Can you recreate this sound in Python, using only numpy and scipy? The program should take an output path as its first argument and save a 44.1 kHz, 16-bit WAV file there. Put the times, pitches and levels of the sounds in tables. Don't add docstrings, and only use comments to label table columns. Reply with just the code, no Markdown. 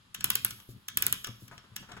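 import sys
import numpy as np
from scipy import signal
from scipy.fft import rfft, irfft
from scipy.io import wavfile

SR = 44100
rng = np.random.default_rng(int(sys.argv[2]) if len(sys.argv) > 2 else 0)


def wav_record(signal):
    frames = np.transpose(np.atleast_2d(signal))
    bounded = np.clip(frames, -1, 1)
    quanta = np.round(bounded * 32767).astype(np.int16)
    wavfile.write(sys.argv[1], SR, quanta)


N = 88200
T = np.arange(N) / SR
SIDES = np.array([[1], [-1]])


def from_db(db):
    return 10 ** (np.asarray(db) / 20)


def rms_one(x):
    return x / np.sqrt(np.mean(x ** 2) + 1e-20)


def at_hz(points, hz):
    f, v = np.transpose(points)
    return np.interp(np.log(np.maximum(hz, 1)), np.log(f), v)


def colour(x, spectrum):
    size = x.shape[-1]
    gain = from_db(at_hz(spectrum, np.fft.rfftfreq(size, 1 / SR)))
    return rms_one(irfft(rfft(x) * gain, size))


# frequency in Hz, side against mid in dB before the width factor.
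STEREO_WIDTH = [(100, -17.5), (500, -3.5), (1500, -3.5), (5000, -1), (6500, -6.5), (8000, -38),
                (16000, -20)]


def noise(spectrum, width, size=N):
    mid, side = rng.standard_normal((2, size))
    side_gain = from_db(at_hz(STEREO_WIDTH, np.fft.rfftfreq(size, 1 / SR)))
    side = irfft(rfft(side) * side_gain, size)
    return colour(mid + width * side * SIDES, spectrum)


def add(out, s, x):
    i = max(int(s * SR), 0)
    out[..., i:i + x.shape[-1]] += x[..., :max(N - i, 0)]


def bursts(hits, spectrum, rise_s, t60, width):
    out, t = np.zeros((2, N)), T[:SR // 16]
    shape = np.minimum(t / rise_s, 1) * from_db(-60 * np.maximum(t - rise_s, 0) / t60)
    shape_rms = np.sqrt(np.mean(shape ** 2))
    for s, db in hits:
        burst = rms_one(noise(spectrum, width, size=len(t)) * shape)
        add(out, s, from_db(db) * shape_rms * burst)
    return out


def struck(hits, modes, spread_db):
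    out, t = np.zeros(N), T[:SR // 3]
    hz, level_db, t60 = np.transpose(modes)[:, :, None]
    rings = np.sin(2 * np.pi * hz * t) * from_db(level_db - 60 * t / t60)
    signs = (-1) ** np.arange(len(modes))
    for s, db in hits:
        strengths = from_db(db + spread_db * rng.standard_normal(len(modes)))
        add(out, s, (signs * strengths) @ rings)
    return out


def pan(left_db):
    return from_db([[left_db], [-left_db]])


# frequency in Hz, relative density in dB per Hz.
AIR_COLOUR = [(20, -7.5), (120, -4), (300, -19.5), (700, -18), (1200, -7.5), (2200, -16.5), (3300, -11),
              (6000, -22.5), (10000, -18.5), (16000, -39)]


def still_air():
    return from_db(-65) * noise(AIR_COLOUR, width=1.37)


# time in seconds, level in dB before panning.
HANDLING_LEVEL = [(0, -67), (.14, -66.5), (.24, -51.5), (.38, -55), (.56, -57), (.65, -69.5), (.76, -52.5),
                  (.85, -73.5), (.94, -59), (1.0, -51.5), (1.13, -50.5), (1.22, -63.5), (1.34, -65),
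                  (1.55, -56.5), (1.64, -70.5), (1.82, -52.5), (1.87, -64), (2, -55)]
# frequency in Hz, relative density in dB per Hz.
RUMBLE_COLOUR = [(20, -19), (50, -7.5), (80, -7), (115, -1), (155, -6), (200, -4.5), (330, -19), (600, -31),
                 (1500, -63), (6000, -77)]
# start in seconds, relative level in dB.
TABLE_BUMPS = [(.181, -49), (.522, -47.5), (.689, -37), (.718, -60), (.778, -61), (1.272, -49),
               (1.2875, -36.5), (1.421, -44), (1.716, -50.5), (1.804, -49), (1.934, -47.5)]
# start in seconds, then snap, shell and table relative levels in dB.
TOOTH_DROPS = [(0.2421, -11, -24.5, -47.5), (.3019, -13, -21.5, -43), (0.3535, -12.5, -24.5, -58),
               (0.4471, -10.5, -24.5, -42.5), (0.9715, -11.5, -24.5, -45.5), (1.0227, -13, -24, -41),
               (1.0654, -11, -25.5, -45.5), (1.1254, -11.5, -26, -61)]
# mode frequency in Hz, relative level in dB, t60 in seconds.
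TABLE_MODES = [(93, -9, 0.14), (117.5, -3.5, 0.26), (203.4, -11.5, 0.14), (229.5, -9.5, 0.081),
               (310, -5.5, 0.022), (500, -13.5, .025)]
# frequency in Hz, relative density in dB per Hz.
THUD_COLOUR = [(30, -4.5), (70, 3.5), (200, -2), (450, -9), (650, -32), (1500, -50.5)]
THUD_DB, THUD_RISE_S, THUD_T60_S = -7.5, 0.0037, 0.056
TABLE_LEFT_DB = 1.98


def table():
    snaps = [(s, db) for s, _, _, db in TOOTH_DROPS]
    rings = struck(TABLE_BUMPS + snaps, TABLE_MODES, spread_db=2.5)
    thuds = from_db(THUD_DB) * bursts(TABLE_BUMPS, THUD_COLOUR, THUD_RISE_S, THUD_T60_S, width=0.94)
    handling = from_db(np.interp(T, *np.transpose(HANDLING_LEVEL)))
    rumble = handling * noise(RUMBLE_COLOUR, width=1.0)
    return pan(TABLE_LEFT_DB) * (rings + thuds + rumble)


# start in seconds, then shell and bright edge relative levels in dB.
KEY_KNOCKS = [(0.146, -32.5, -29.5), (.2070, -34, -39.5), (0.507, -36.5, -32), (.6000, -49, -51),
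              (.8835, -33, -28), (1.2440, -30, -31), (1.2703, -38.5, -37.5), (1.4800, -49.5, -47),
              (1.578, -44.5, -64), (1.7627, -32.5, -29), (1.9173, -42.5, -76)]
# frequency in Hz, relative density in dB per Hz.
EDGE_COLOUR = [(2000, -15), (4500, -15), (5500, 7.5), (9000, 3), (12000, 7.5), (15500, -1), (17000, 5.5)]
HARD_RISE_S, EDGE_T60_S = 0.00058, 0.02
SLIDE_S, SLIDE_DB = 0.0025, -7
CHATTER_S, CHATTER_DB = 0.037, -19.5


def key():
    edges = [(s, db) for s, _, db in KEY_KNOCKS]
    slides = [(s - SLIDE_S, db + SLIDE_DB) for s, db in edges]
    chatter = [(s + CHATTER_S * late, db + CHATTER_DB)
               for s, _, db, _ in TOOTH_DROPS for late in rng.random(size=3)]
    return bursts(edges + slides + chatter, EDGE_COLOUR, HARD_RISE_S, EDGE_T60_S, width=0.7)


# mode frequency in Hz, relative level in dB, t60 in seconds.
SHELL_MODES = [(1265, -19, 0.054), (1474, -14.5, .03), (1591, -14, 0.048), (1722, -8, 0.017),
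               (2280, -32, 0.051), (2870, -9, 0.0073), (3102, -5, 0.018), (3388, -8, 0.034),
               (3804, -13.5, 0.042), (5500, -9.5, 0.041), (6934, -15, 0.026), (7840, -13, 0.027)]
# frequency in Hz, relative density in dB per Hz.
CLATTER_COLOUR = [(100, -28.5), (300, -12.5), (700, -26), (1100, -5), (1600, -7), (2900, 1.5), (4600, -6.5),
                  (7000, -5.5), (12000, -18), (16000, -27)]
CLATTER_DB, CLATTER_RISE_S, CLATTER_T60_S = -2.5, 0.0012, 0.031
KNOCK_RING_DB, TOOTH_RING_DB = 0.5, -3
SHELL_LAG_S, SHELL_LEFT_DB = 0.00061, 2.2


def shell():
    snaps = [(s + SHELL_LAG_S, db) for s, _, db, _ in TOOTH_DROPS]
    knocks = [(s + SHELL_LAG_S, db) for s, db, _ in KEY_KNOCKS]
    clatter = bursts(snaps + knocks, CLATTER_COLOUR, CLATTER_RISE_S, CLATTER_T60_S, width=1.0)
    snap_rings = from_db(TOOTH_RING_DB) * struck(snaps, SHELL_MODES, spread_db=0.5)
    knock_rings = from_db(KNOCK_RING_DB) * struck(knocks, SHELL_MODES, spread_db=1.5)
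    return pan(SHELL_LEFT_DB) * (from_db(CLATTER_DB) * clatter + snap_rings + knock_rings)


# frequency in Hz, relative density in dB per Hz.
SNAP_COLOUR = [(3000, -30), (6000, -15), (7500, 2.5), (9300, 8), (10000, 3.5), (10500, 4.5), (12700, 12),
               (14500, 6), (15700, 5.5), (17000, -57)]
# frequency in Hz, relative density in dB per Hz.
RECOIL_COLOUR = [(60, -33.5), (250, 1.5), (450, -1.5), (750, -20.5), (1100, -9.5), (2500, -10)]
SNAP_T60_S = 0.0081
RECOIL_DB, RECOIL_RISE_S, RECOIL_T60_S = -13, 0.0027, 0.045


def pawl():
    snap_hits = [(s, db) for s, db, _, _ in TOOTH_DROPS]
    recoil_hits = [(s + SHELL_LAG_S, db + RECOIL_DB) for s, _, db, _ in TOOTH_DROPS]
    snaps = bursts(snap_hits, SNAP_COLOUR, HARD_RISE_S, SNAP_T60_S, width=0.17)
    recoil = bursts(recoil_hits, RECOIL_COLOUR, RECOIL_RISE_S, RECOIL_T60_S, width=0.54)
    return snaps + pan(TABLE_LEFT_DB) * recoil


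def strokes(rows, rise_s):
    gain = np.zeros(N)
    for s, length, db in rows:
        held = s + rise_s
        times = [s, held, held + length / 3, held + length]
        gain += from_db(db) * np.interp(T, times, [0, 0.85, 0.8, 0.022])
    return gain


# start in seconds, length after the rise in seconds, relative level in dB.
FINGER_RUBS = [(.27, 0.058, -58.5), (.585, 0.042, -61), (1.0, 0.15, -52.5), (1.268, 0.019, -47.5),
               (1.512, 0.044, -52), (1.577, 0.015, -57), (1.639, 0.029, -60.5), (1.826, 0.022, -56.5),
               (1.887, 0.032, -52), (1.915, 0.044, -52), (1.966, 0.023, -48)]
# frequency in Hz, relative density in dB per Hz.
RUB_COLOUR = [(150, -2), (600, -7.5), (1000, -4), (1400, -1), (2300, -11), (4000, -19), (8000, -23),
              (16000, -38)]
# start in seconds, length after the rise in seconds, relative level in dB.
HAND_BRUSHES = [(.68, 0.054, -56), (1.395, 0.082, -58.5), (1.52, .06, -68), (1.79, 0.027, -59.5)]
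# frequency in Hz, relative density in dB per Hz.
BRUSH_COLOUR = [(1000, -32.5), (3500, -2.5), (6000, -3.5), (11000, 0), (15000, -0.5), (17000, -21)]
RUB_GRAINS_PER_S, RUB_SIZE_SPREAD_DB = 1400, 2.5


def fingers():
    sizes = from_db(RUB_SIZE_SPREAD_DB * np.minimum(rng.exponential(1, N), 3))
    signed_sizes = sizes * rng.choice([-1, 1], N)
    slips = (rng.random(N) < RUB_GRAINS_PER_S / SR) * signed_sizes
    texture = colour(slips, RUB_COLOUR) + 0.56 * noise(RUB_COLOUR, width=1.5)
    rubs = strokes(FINGER_RUBS, rise_s=0.0012) * texture
    hiss = strokes(HAND_BRUSHES, rise_s=0.015) * noise(BRUSH_COLOUR, width=0.74)
    return pan(SHELL_LEFT_DB) * rubs + hiss


# frequency in Hz, relative level in dB.
ROOM_COLOUR = [(100, -16.5), (500, -6), (1400, -3), (3000, -4.5), (5000, -6), (7500, -11.5), (9300, -12.5),
               (12000, -18.5), (16000, -24.5)]
# band centre in Hz, t60 in seconds.
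ROOM_DECAY = [(100, 1), (1000, 0.24), (3500, 0.43), (8000, 0.42), (16000, 0.95)]
# delay in seconds, level against the direct sound in dB.
REFLECTIONS = [(0.0112, -25), (0.0158, -20.5)]
ROOM_GAP_S, ROOM_RISE_S = 0.0017, 0.002


def room(x):
    t = T[:SR * 4 // 5]
    hz = np.fft.rfftfreq(len(t), 1 / SR)
    mid, side = rfft(rng.standard_normal((2, len(t)))) * from_db(at_hz(ROOM_COLOUR, hz))
    wash = mid + side * from_db(at_hz(STEREO_WIDTH, hz)) * SIDES
    rise = np.clip((t - ROOM_GAP_S) / ROOM_RISE_S, 0, 1)
    tail = 0
    for k, (_, t60) in enumerate(ROOM_DECAY):
        share = at_hz([(f, j == k) for j, (f, _) in enumerate(ROOM_DECAY)], hz)
        shape = from_db(-60 * t / t60) * rise
        tail = tail + irfft(wash * share, len(t)) * shape / np.sqrt(np.sum(shape ** 2))
    out = signal.fftconvolve(x.mean(0)[None], tail, axes=1)[:, :N]
    for s, db in REFLECTIONS:
        add(out, s, from_db(db) * x)
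    return out


def scene():
    toy = table() + key() + shell() + pawl() + fingers()
    return still_air() + toy + room(toy)


# frequency in Hz, phase in radians.
LEFT_PHASE = [(0, 0), (1500, .4), (2300, 2.1), (3000, 3.2), (5600, 3.2), (6700, 0), (9050, -3.14),
              (13600, -9.42), (22050, -21.1)]


def record(dry):
    size = N + SR // 10
    hz = np.fft.rfftfreq(size, 1 / SR)
    turn = np.exp(1j * np.interp(hz, *np.transpose(LEFT_PHASE)))
    left = irfft(rfft(dry[0], size) * turn, size)[:N]
    pair = np.array([left, dry[1]])
    low_pass = signal.ellip(10, 0.2, 80, 16600, fs=SR, output="sos")
    return signal.sosfilt(low_pass, pair)


dry = scene()
out = record(dry)
wav_record(out)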